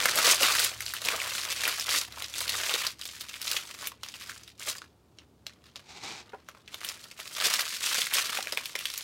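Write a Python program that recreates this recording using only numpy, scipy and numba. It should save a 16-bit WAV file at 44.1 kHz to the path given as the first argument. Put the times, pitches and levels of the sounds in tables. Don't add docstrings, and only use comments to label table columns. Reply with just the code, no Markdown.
import sys
import numpy as np
from scipy import signal
from scipy.fft import rfft, irfft
from scipy.io import wavfile
from scipy.ndimage import uniform_filter1d
from numba import njit

SR = 44100
rng = np.random.default_rng(int(sys.argv[2]) if len(sys.argv) > 2 else 0)


def dump_mix(stems):
    frames = np.atleast_2d(stems).T
    limited = np.clip(frames, -1, 1)
    pcm = np.round(limited * 32767).astype(np.int16)
    wavfile.write(sys.argv[1], SR, pcm)


N = 398223
STEP = 64

# frequency in Hz, density in dB per Hz (relative).
AIR_TONE = [(18, -70), (30, -44.5), (52, -12.5), (75, -6.5), (170, -9.5), (330, -11), (560, -19),
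            (800, -21.5), (1300, -26.5), (2000, -35), (3500, -34), (7000, -38), (16000, -43.5)]
AIR_DB = -62
# time in s, lower line in dB, upper line in dB (both before HUM_TRIM_DB).
HUM_LEVELS = [(0.0, -57, -53), (1.5, -61, -59.5), (2.2, -54.5, -57), (2.59, -56.5, -57), (2.76, -64.5, -71),
              (4.6, -64, -63), (6.44, -67.5, -75.5), (9.03, -84, -94)]
HUM_HZ = 72.2, 108.2
HUM_TRIM_DB, HUM_WAVER_DB = -5.0, 2.5
ROOM_T60_S, ROOM_DB = 0.13, -10
TREBLE_T60_RATIO = 0.68

# centre in Hz, width in Hz, gain in dB (relative).
CUP_BODY = [(177, 93, -6), (366, 240, -7), (850, 160, 0.5), (1280, 860, -7.5), (2320, 620, -3.5),
            (3800, 1500, -6), (6300, 4900, -10.5)]
# start in s, peak in dB.
CUP_TAPS = [(6.331, -32.5)]
# frequency in Hz, strength in dB (relative), 60 dB decay time in s.
CUP_MODES = [(440, 6, .05), (596, 3.5, 0.05), (786, 10, .04), (994, 8, 0.035), (1410, 4, 0.022),
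             (2010, 1.5, 0.027), (2600, -2, 0.017)]
# time of full level in s, hold in s, level in dB.
CUP_PUSHES = [(5.905, 0.018, -47), (5.964, .015, -47), (6.045, .16, -38.5)]
PUSH_RISE_DB_PER_S, PUSH_SAG_DB_PER_S, PUSH_STOP_DB_PER_S = 300, 47, 505

# start in s, drive in dB, ring in Hz.
FOLD_FLIPS = [(0.052, -26, 570), (0.161, -26, 600), (0.187, -29, 606), (0.274, -21.5, 579),
              (0.409, -28.5, 570), (0.713, -37, 581), (1.128, -31, 545), (1.678, -36, 538),
              (2.689, -32, 579), (2.739, -31, 447), (7.463, -27, 498), (7.98, -31, 447), (8.156, -37, 560),
              (8.386, -27, 617), (8.464, -38, 603), (8.525, -31, 546), (8.572, -34.5, 536),
              (8.752, -33, 563)]
# start in s, drive in dB (before trims),
# ring in Hz, treble in dB against the drive.
SINGLE_SNAPS = [(0.056, -3, 1600, -12.5), (0.087, -12, 1610, -22), (0.156, -17, 2150, -1),
                (0.187, -8.5, 1460, -10), (0.431, -13.5, 2830, -4), (0.551, -11.5, 1900, -9),
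                (0.599, -11.5, 1670, -5.5), (0.645, -18, 2970, 3), (0.715, -28, 2500, -15),
                (0.738, -27, 2500, -15), (0.806, -16.5, 1860, -11), (0.863, -18, 4560, -15),
                (0.937, -20.5, 1700, -2), (0.965, -26, 3090, -17), (1.049, -21, 3730, -7),
                (1.086, -9.5, 2860, -15), (1.201, -17, 2780, -28), (1.381, -17.5, 2700, -33),
                (1.525, -17, 3000, -9), (1.636, -14.5, 1850, -16), (1.653, -11.5, 2380, -15),
                (1.677, -13.5, 1630, -5.5), (1.797, -13.5, 5950, -14), (1.891, -11.5, 3270, -16),
                (1.916, -13, 1060, -23), (2.123, -27, 4180, -15), (2.222, -19, 3080, -11),
                (2.243, -19.5, 4270, -29), (2.339, -21, 3220, -14), (2.405, -18.5, 3600, -3),
                (2.479, -18, 4270, -13), (2.493, -10.5, 4600, -10), (2.694, -14, 3030, -23),
                (2.739, -9.5, 3120, -17), (2.867, -9.5, 5200, -14), (3.013, -21.5, 3800, -13),
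                (3.054, -22, 4770, -10), (3.089, -22, 2800, -24), (3.209, -26, 4700, -3.5),
                (3.34, -23, 3080, -24), (3.416, -22.5, 4630, -2.5), (3.514, -12, 4560, -8),
                (3.566, -12.5, 3580, -21), (3.871, -19.5, 2980, -0.5), (4.033, -17, 3800, -18),
                (4.086, -22, 5600, -20), (4.14, -27, 3020, -22), (4.221, -30.5, 3070, -18),
                (4.295, -21, 1600, -31), (4.317, -28, 1600, -20), (4.477, -33.5, 3340, -15),
                (4.624, -27, 2710, -17), (4.818, -25.5, 1370, -29), (5.186, -32.5, 3560, -35),
                (5.466, -20.5, 4000, -18.5), (5.495, -35.5, 1780, -30), (5.657, -42.5, 4090, -29),
                (5.758, -24.5, 3180, -22), (5.764, -27.5, 4970, -25), (6.26, -50, 3700, -23),
                (6.293, -44, 3380, -35), (6.487, -25, 1310, -18), (6.677, -29, 3330, -23),
                (6.743, -21, 3100, -12), (6.847, -20, 2920, -4), (6.888, -17, 5640, -12),
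                (7.041, -29.5, 3320, -13), (7.2, -20.5, 2160, -16), (7.35, -22, 4110, -23),
                (7.401, -15, 3890, -24), (7.538, -5, 4700, -17), (7.608, -13.5, 4740, -11),
                (7.944, -9.5, 6850, -16), (8.017, -10.5, 3420, -24), (8.112, -20, 2070, -20),
                (8.137, -13.5, 3100, -4), (8.373, -13, 2400, -15), (8.471, -19.5, 2030, -17),
                (8.523, -14.5, 4530, -14), (8.573, -13, 2540, -16), (8.656, -19, 3360, -10),
                (8.753, -12, 2100, -22), (8.789, -19, 3000, -10), (8.855, -14.5, 3380, -12.5),
                (8.901, -20.5, 4400, -13), (8.938, -19.5, 5300, -11), (8.977, -18, 6630, -5.5)]
# frequency in Hz, density in dB per Hz (relative).
FILM_TONE = [(88, -52.5), (150, -20.5), (291, -16), (578, -9), (805, -13), (1170, -3), (1600, -2.5),
             (2450, 1), (4580, 1), (13400, -12.5), (16000, -16)]
# time of full grip in s, hold in s, crackle in dB (before CRACKLE_TRIM_DB),
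# large folds in dB against the crackle.
GRIPS = [(0.0, 0.097, -33.5, -4), (0.152, 0.069, -32.5, -2.5), (0.256, 0.065, -25, -7),
         (0.429, 0.041, -26.5, -5.5), (0.512, 0.15, -31.5, -8), (0.809, 0.16, -44.5, -10),
         (1.039, 0.11, -37, -3.5), (1.208, 0.39, -39, -9), (1.643, 0.045, -34.5, -7),
         (1.72, 0.11, -40, -13), (1.901, 0.084, -31.5, -10.5), (2.158, 0.11, -47.5, -5.5),
         (2.367, 0.064, -39, -10), (2.502, .2, -37.5, -8), (2.711, 0.14, -36.5, -10),
         (3.02, .36, -49.5, -14), (3.434, .05, -40.5, -13), (3.504, 0.063, -38, -12),
         (3.63, 0.19, -50.5, -7), (3.828, 0.038, -45.5, -5.5), (4.055, .13, -54, -12.5),
         (4.204, .14, -50, -12), (4.41, .08, -58.5, -18), (4.639, .03, -43, -10),
         (4.683, 0.018, -35.5, -6.5), (4.828, 0.019, -64, -11), (5.186, 0.031, -70.5, -1),
         (5.498, 0.052, -68, -9), (5.644, 0.038, -63.5, -8), (5.762, .06, -64.5, -2),
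         (6.261, 0.13, -67.5, 4.5), (6.477, 0.118, -65.5, -1), (6.703, 0.09, -57.5, -3),
         (6.841, .05, -43.5, -8.5), (6.943, .22, -56.5, -7.5), (7.204, .14, -49.5, -10.5),
         (7.377, 0.059, -41, -8.5), (7.44, 0.028, -29, -11), (7.501, .11, -34, -12),
         (7.679, 0.07, -39, -18), (7.83, 0.21, -34, -14), (8.152, 0.047, -30, -12),
         (8.259, 0.14, -39, -8.5), (8.443, 0.23, -48, -9), (8.739, .05, -47.5, -7),
         (8.819, .21, -46.5, -16)]
CRACKLE_TRIM_DB = 1.0
RISE_DB_PER_S, FALL_DB_PER_S = 317.5, 239.5
REST_DB, REST_FOLDS_DB = -86, -3
FINE_DB, SOFT_BELOW_DB, DULL_DB_PER_DB = -2.5, -53.5, 0.5
TOP_HZ = 15850


def undb(db):
    return 10 ** (np.asarray(db) / 20)


def level(x, db):
    return x * undb(db) / np.sqrt(np.mean(x ** 2))


def curves(table):
    s, *columns = np.transpose(table)
    return [np.interp(np.arange(N) / SR, s, c) for c in columns]


def colour(x, points):
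    hz, db = np.transpose(points)
    f = np.maximum(np.arange(N // 2 + 1) * SR / N, 1)
    return irfft(rfft(x) * undb(np.interp(np.log(f), np.log(hz), db)), N)


def band(x, hz, width):
    return signal.lfilter(*signal.iirpeak(hz, hz / width, SR), x)


def cut_below(x, order, hz):
    return signal.sosfilt(signal.butter(order, hz, "high", fs=SR, output="sos"), x)


def shelves(x):
    low = signal.sosfiltfilt(signal.butter(2, 1000, fs=SR, output="sos"), x)
    high = signal.sosfiltfilt(signal.butter(2, 7500, "high", fs=SR, output="sos"), x)
    return low, x - low - high, high


def gestures(start, hold, db, rise, fall, sag=0.):
    t = np.arange(0, N, STEP) / SR - np.array(start)[:, None]
    hold = np.array(hold)[:, None]
    slope_db = rise * np.minimum(t, 0) - sag * np.clip(t, 0, hold) - fall * np.maximum(t - hold, 0)
    return undb(np.array(db)[:, None] + slope_db)


def per_sample(x):
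    return np.repeat(x, STEP)[:N]


@njit
def bursts(noise, start, size, hz, tau, rise, q, broad):
    out = np.zeros(len(noise))
    for e in range(len(start)):
        g, k = np.tan(np.pi * hz[e] / SR), 1 / q
        band_state, low_state = 0., 0.
        fall, fast = np.exp(-1 / (tau[e] * SR)), np.exp(-1 / (rise * SR))
        slow_env, fast_env = size[e], size[e]
        for i in range(start[e], min(start[e] + int(7 * tau[e] * SR) + 100, len(noise))):
            x = (slow_env - fast_env) * noise[(i + 997 * e) % len(noise)]
            v = (band_state + g * (x - low_state)) / (1 + g * (g + k))
            band_state, low_state = 2 * v - band_state, low_state + 2 * g * v
            slow_env, fast_env = slow_env * fall, fast_env * fast
            out[i] += broad * x + v * np.sqrt(k / g)
    return out


def background():
    t = np.arange(N) / SR
    drift = np.cumsum(rng.standard_normal((2, N)), axis=1) * 0.011
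    waver_db = HUM_WAVER_DB * level(uniform_filter1d(rng.standard_normal(N), SR // 8), 0)
    hum = 0
    for db, hz, wander in zip(curves(HUM_LEVELS), HUM_HZ, drift):
        gain = np.sqrt(2) * undb(db + HUM_TRIM_DB + waver_db)
        hum = hum + gain * np.sin(2 * np.pi * hz * t + wander)
    return hum + level(colour(rng.standard_normal(N), AIR_TONE), AIR_DB)


def room(near, count=8):
    t, out = np.arange(SR // 3) / SR, 0
    place = np.repeat(rng.integers(0, count, N // 1500 + 1), 1500)[:N]
    gap = np.zeros(int(.003 * SR))
    for k in range(count):
        low, mid, high = shelves(rng.standard_normal(len(t)))
        tail = (low + mid) * 1000 ** (-t / ROOM_T60_S) + high * 1000 ** (-t / (TREBLE_T60_RATIO * ROOM_T60_S))
        tail = np.concatenate([gap, undb(ROOM_DB) * tail / np.sqrt(np.sum(tail ** 2))])
        here = uniform_filter1d(1. * (place == k), 200)
        out = out + signal.oaconvolve(near * here, tail)[:N]
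    return out


def cup_slide():
    pushes = gestures(*np.transpose(CUP_PUSHES), PUSH_RISE_DB_PER_S, PUSH_STOP_DB_PER_S, PUSH_SAG_DB_PER_S)
    push = uniform_filter1d(per_sample(np.sqrt(np.sum(pushes ** 2, axis=0))), STEP)
    grit = rng.standard_normal(N) * undb(20 * uniform_filter1d(rng.standard_normal(N), 60))
    dull = signal.sosfilt(signal.butter(4, 7500, fs=SR, output="sos"), grit)
    grit = undb(-17.5) * grit + dull
    wall = sum(undb(db) * band(grit, hz, width) for hz, width, db in CUP_BODY)
    return push * level(wall, 0)


def cup_taps():
    out, t = np.zeros(N), np.arange(SR // 4) / SR
    ring = 0
    for k, (hz, db, t60) in enumerate(CUP_MODES):
        ring = ring + undb(db) * (-1) ** k * np.sin(2 * np.pi * hz * t) * 1000 ** (-t / t60)
    rattle = rng.standard_normal(len(t)) * np.exp(-t / 0.0094) * (1 - np.exp(-t / 0.0014))
    ring = signal.fftconvolve(ring, rattle)[:len(t)]
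    ring = cut_below(ring, 2, 300)
    for s, peak_db in CUP_TAPS:
        out[int(s * SR):int(s * SR) + len(t)] += ring * undb(peak_db) / abs(ring).max()
    return out


def flips(tau_s=0.0056, rise_s=0.0011, q=4.0):
    s, db, hz = np.transpose(FOLD_FLIPS)
    start, tau = (s * SR).astype(np.int64), tau_s + 0 * s
    return bursts(rng.standard_normal(N), start, undb(db), np.clip(hz, 300, 900), tau, rise_s, q, 0.)


def handling():
    start, hold, db, folds_db = np.transpose(GRIPS)
    power = gestures(start, hold, db, RISE_DB_PER_S, FALL_DB_PER_S) ** 2
    total = power.sum(axis=0) + undb(REST_DB) ** 2
    folds = undb(folds_db) ** 2 @ power + undb(REST_DB + REST_FOLDS_DB) ** 2
    db = uniform_filter1d(per_sample(10 * np.log10(total)), STEP)
    folds_db = per_sample(10 * np.log10(folds / total))
    fine_db = FINE_DB + DULL_DB_PER_DB * np.minimum(db - SOFT_BELOW_DB, 0)
    return db, folds_db, fine_db


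def pops(folds_db, tau_s=.0019, rise_s=.0003):
    s, db, hz, treble_db = np.transpose(SINGLE_SNAPS)
    chance = rng.random((len(s), 6)).T
    lead_s = s - .003 - 0.0031 * chance[0]
    second_s, third_s = s + .003 + .008 * chance[1], s + 0.0075 + 0.0084 * chance[2]
    s = np.concatenate([s, lead_s, second_s, third_s])
    lead_db = db - 18.0 - 12 * chance[3]
    second_db, third_db = db - 7.5 - 9 * chance[4], db - 11.0 - 11 * chance[5]
    db = np.concatenate([db, lead_db, second_db, third_db])
    hz = np.concatenate([hz, 0.35 * hz, .8 * hz, 0.85 * hz])
    treble_db = np.tile(treble_db, 4)

    start, one = np.clip(s * SR, 0, N - 1).astype(np.int64), np.ones(len(s))
    ring_size, crack_size = undb(db - 4.5), undb(db + treble_db + 0.5)
    thump_size = undb(db + folds_db[start] - 15.0)
    ring_hz = np.clip(hz, 300, 9000)
    ring = bursts(rng.standard_normal(N), start, ring_size, ring_hz, tau_s * one, rise_s, 3.2, 1.0)
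    crack = bursts(rng.standard_normal(N), start, crack_size, 10000 * one, 1.92 * tau_s * one, rise_s, 0.99, 0.26)
    thump = bursts(rng.standard_normal(N), start, thump_size, 540 * one, 0.98 * tau_s * one, rise_s, 2.1, 0.)
    return shelves(ring)[1] + shelves(crack)[2] + thump


def crackle(db, folds_db, fine_db, rate=1500, spread_db=4.0, tau_s=0.0012, swarm_db=2.5):
    count = int(rate * N / SR)
    when, loud, pitch, length, keep = rng.random((count, 5)).T
    start = (when * (N - 1)).astype(np.int64)
    effort = np.clip((db[start] + 56.5) / 28, .12, 1)
    bunch = rng.standard_normal((2, N // 500 + 1))
    strength = uniform_filter1d(np.repeat(bunch[0], 500), 300)[start]
    hz = np.clip(1600 * 4 ** pitch * 1.403 ** bunch[1, start // 500], 900, 12000)
    size_db = -spread_db * np.log(1 - .985 * loud) + swarm_db * strength
    size = undb((1.19 - 0.66 * effort) * size_db)
    size = size * np.where(keep < effort, 1, undb(-10.0)) / np.sqrt(effort)
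    snaps = bursts(rng.standard_normal(N), start, size, hz, tau_s * 3 ** length, 0.00026, 1.43, 0.78)
    snaps = colour(snaps, FILM_TONE)
    snaps = snaps / (uniform_filter1d(snaps ** 2, int(.1 * SR)) + 1e-9) ** 0.46
    low, mid, high = (level(part, 0) for part in shelves(snaps))
    return undb(db + CRACKLE_TRIM_DB) * (mid + undb(folds_db) * low + undb(fine_db) * high)


def scene():
    db, folds_db, fine_db = handling()
    bag = crackle(db, folds_db, fine_db) + pops(folds_db) + flips()
    near = bag + cup_slide() + cup_taps()
    return (near + room(near) + background())[None]


def record(dry):
    return signal.sosfilt(signal.ellip(10, .5, 75, TOP_HZ, fs=SR, output="sos"), dry)


dry = scene()
out = record(dry)
dump_mix(out)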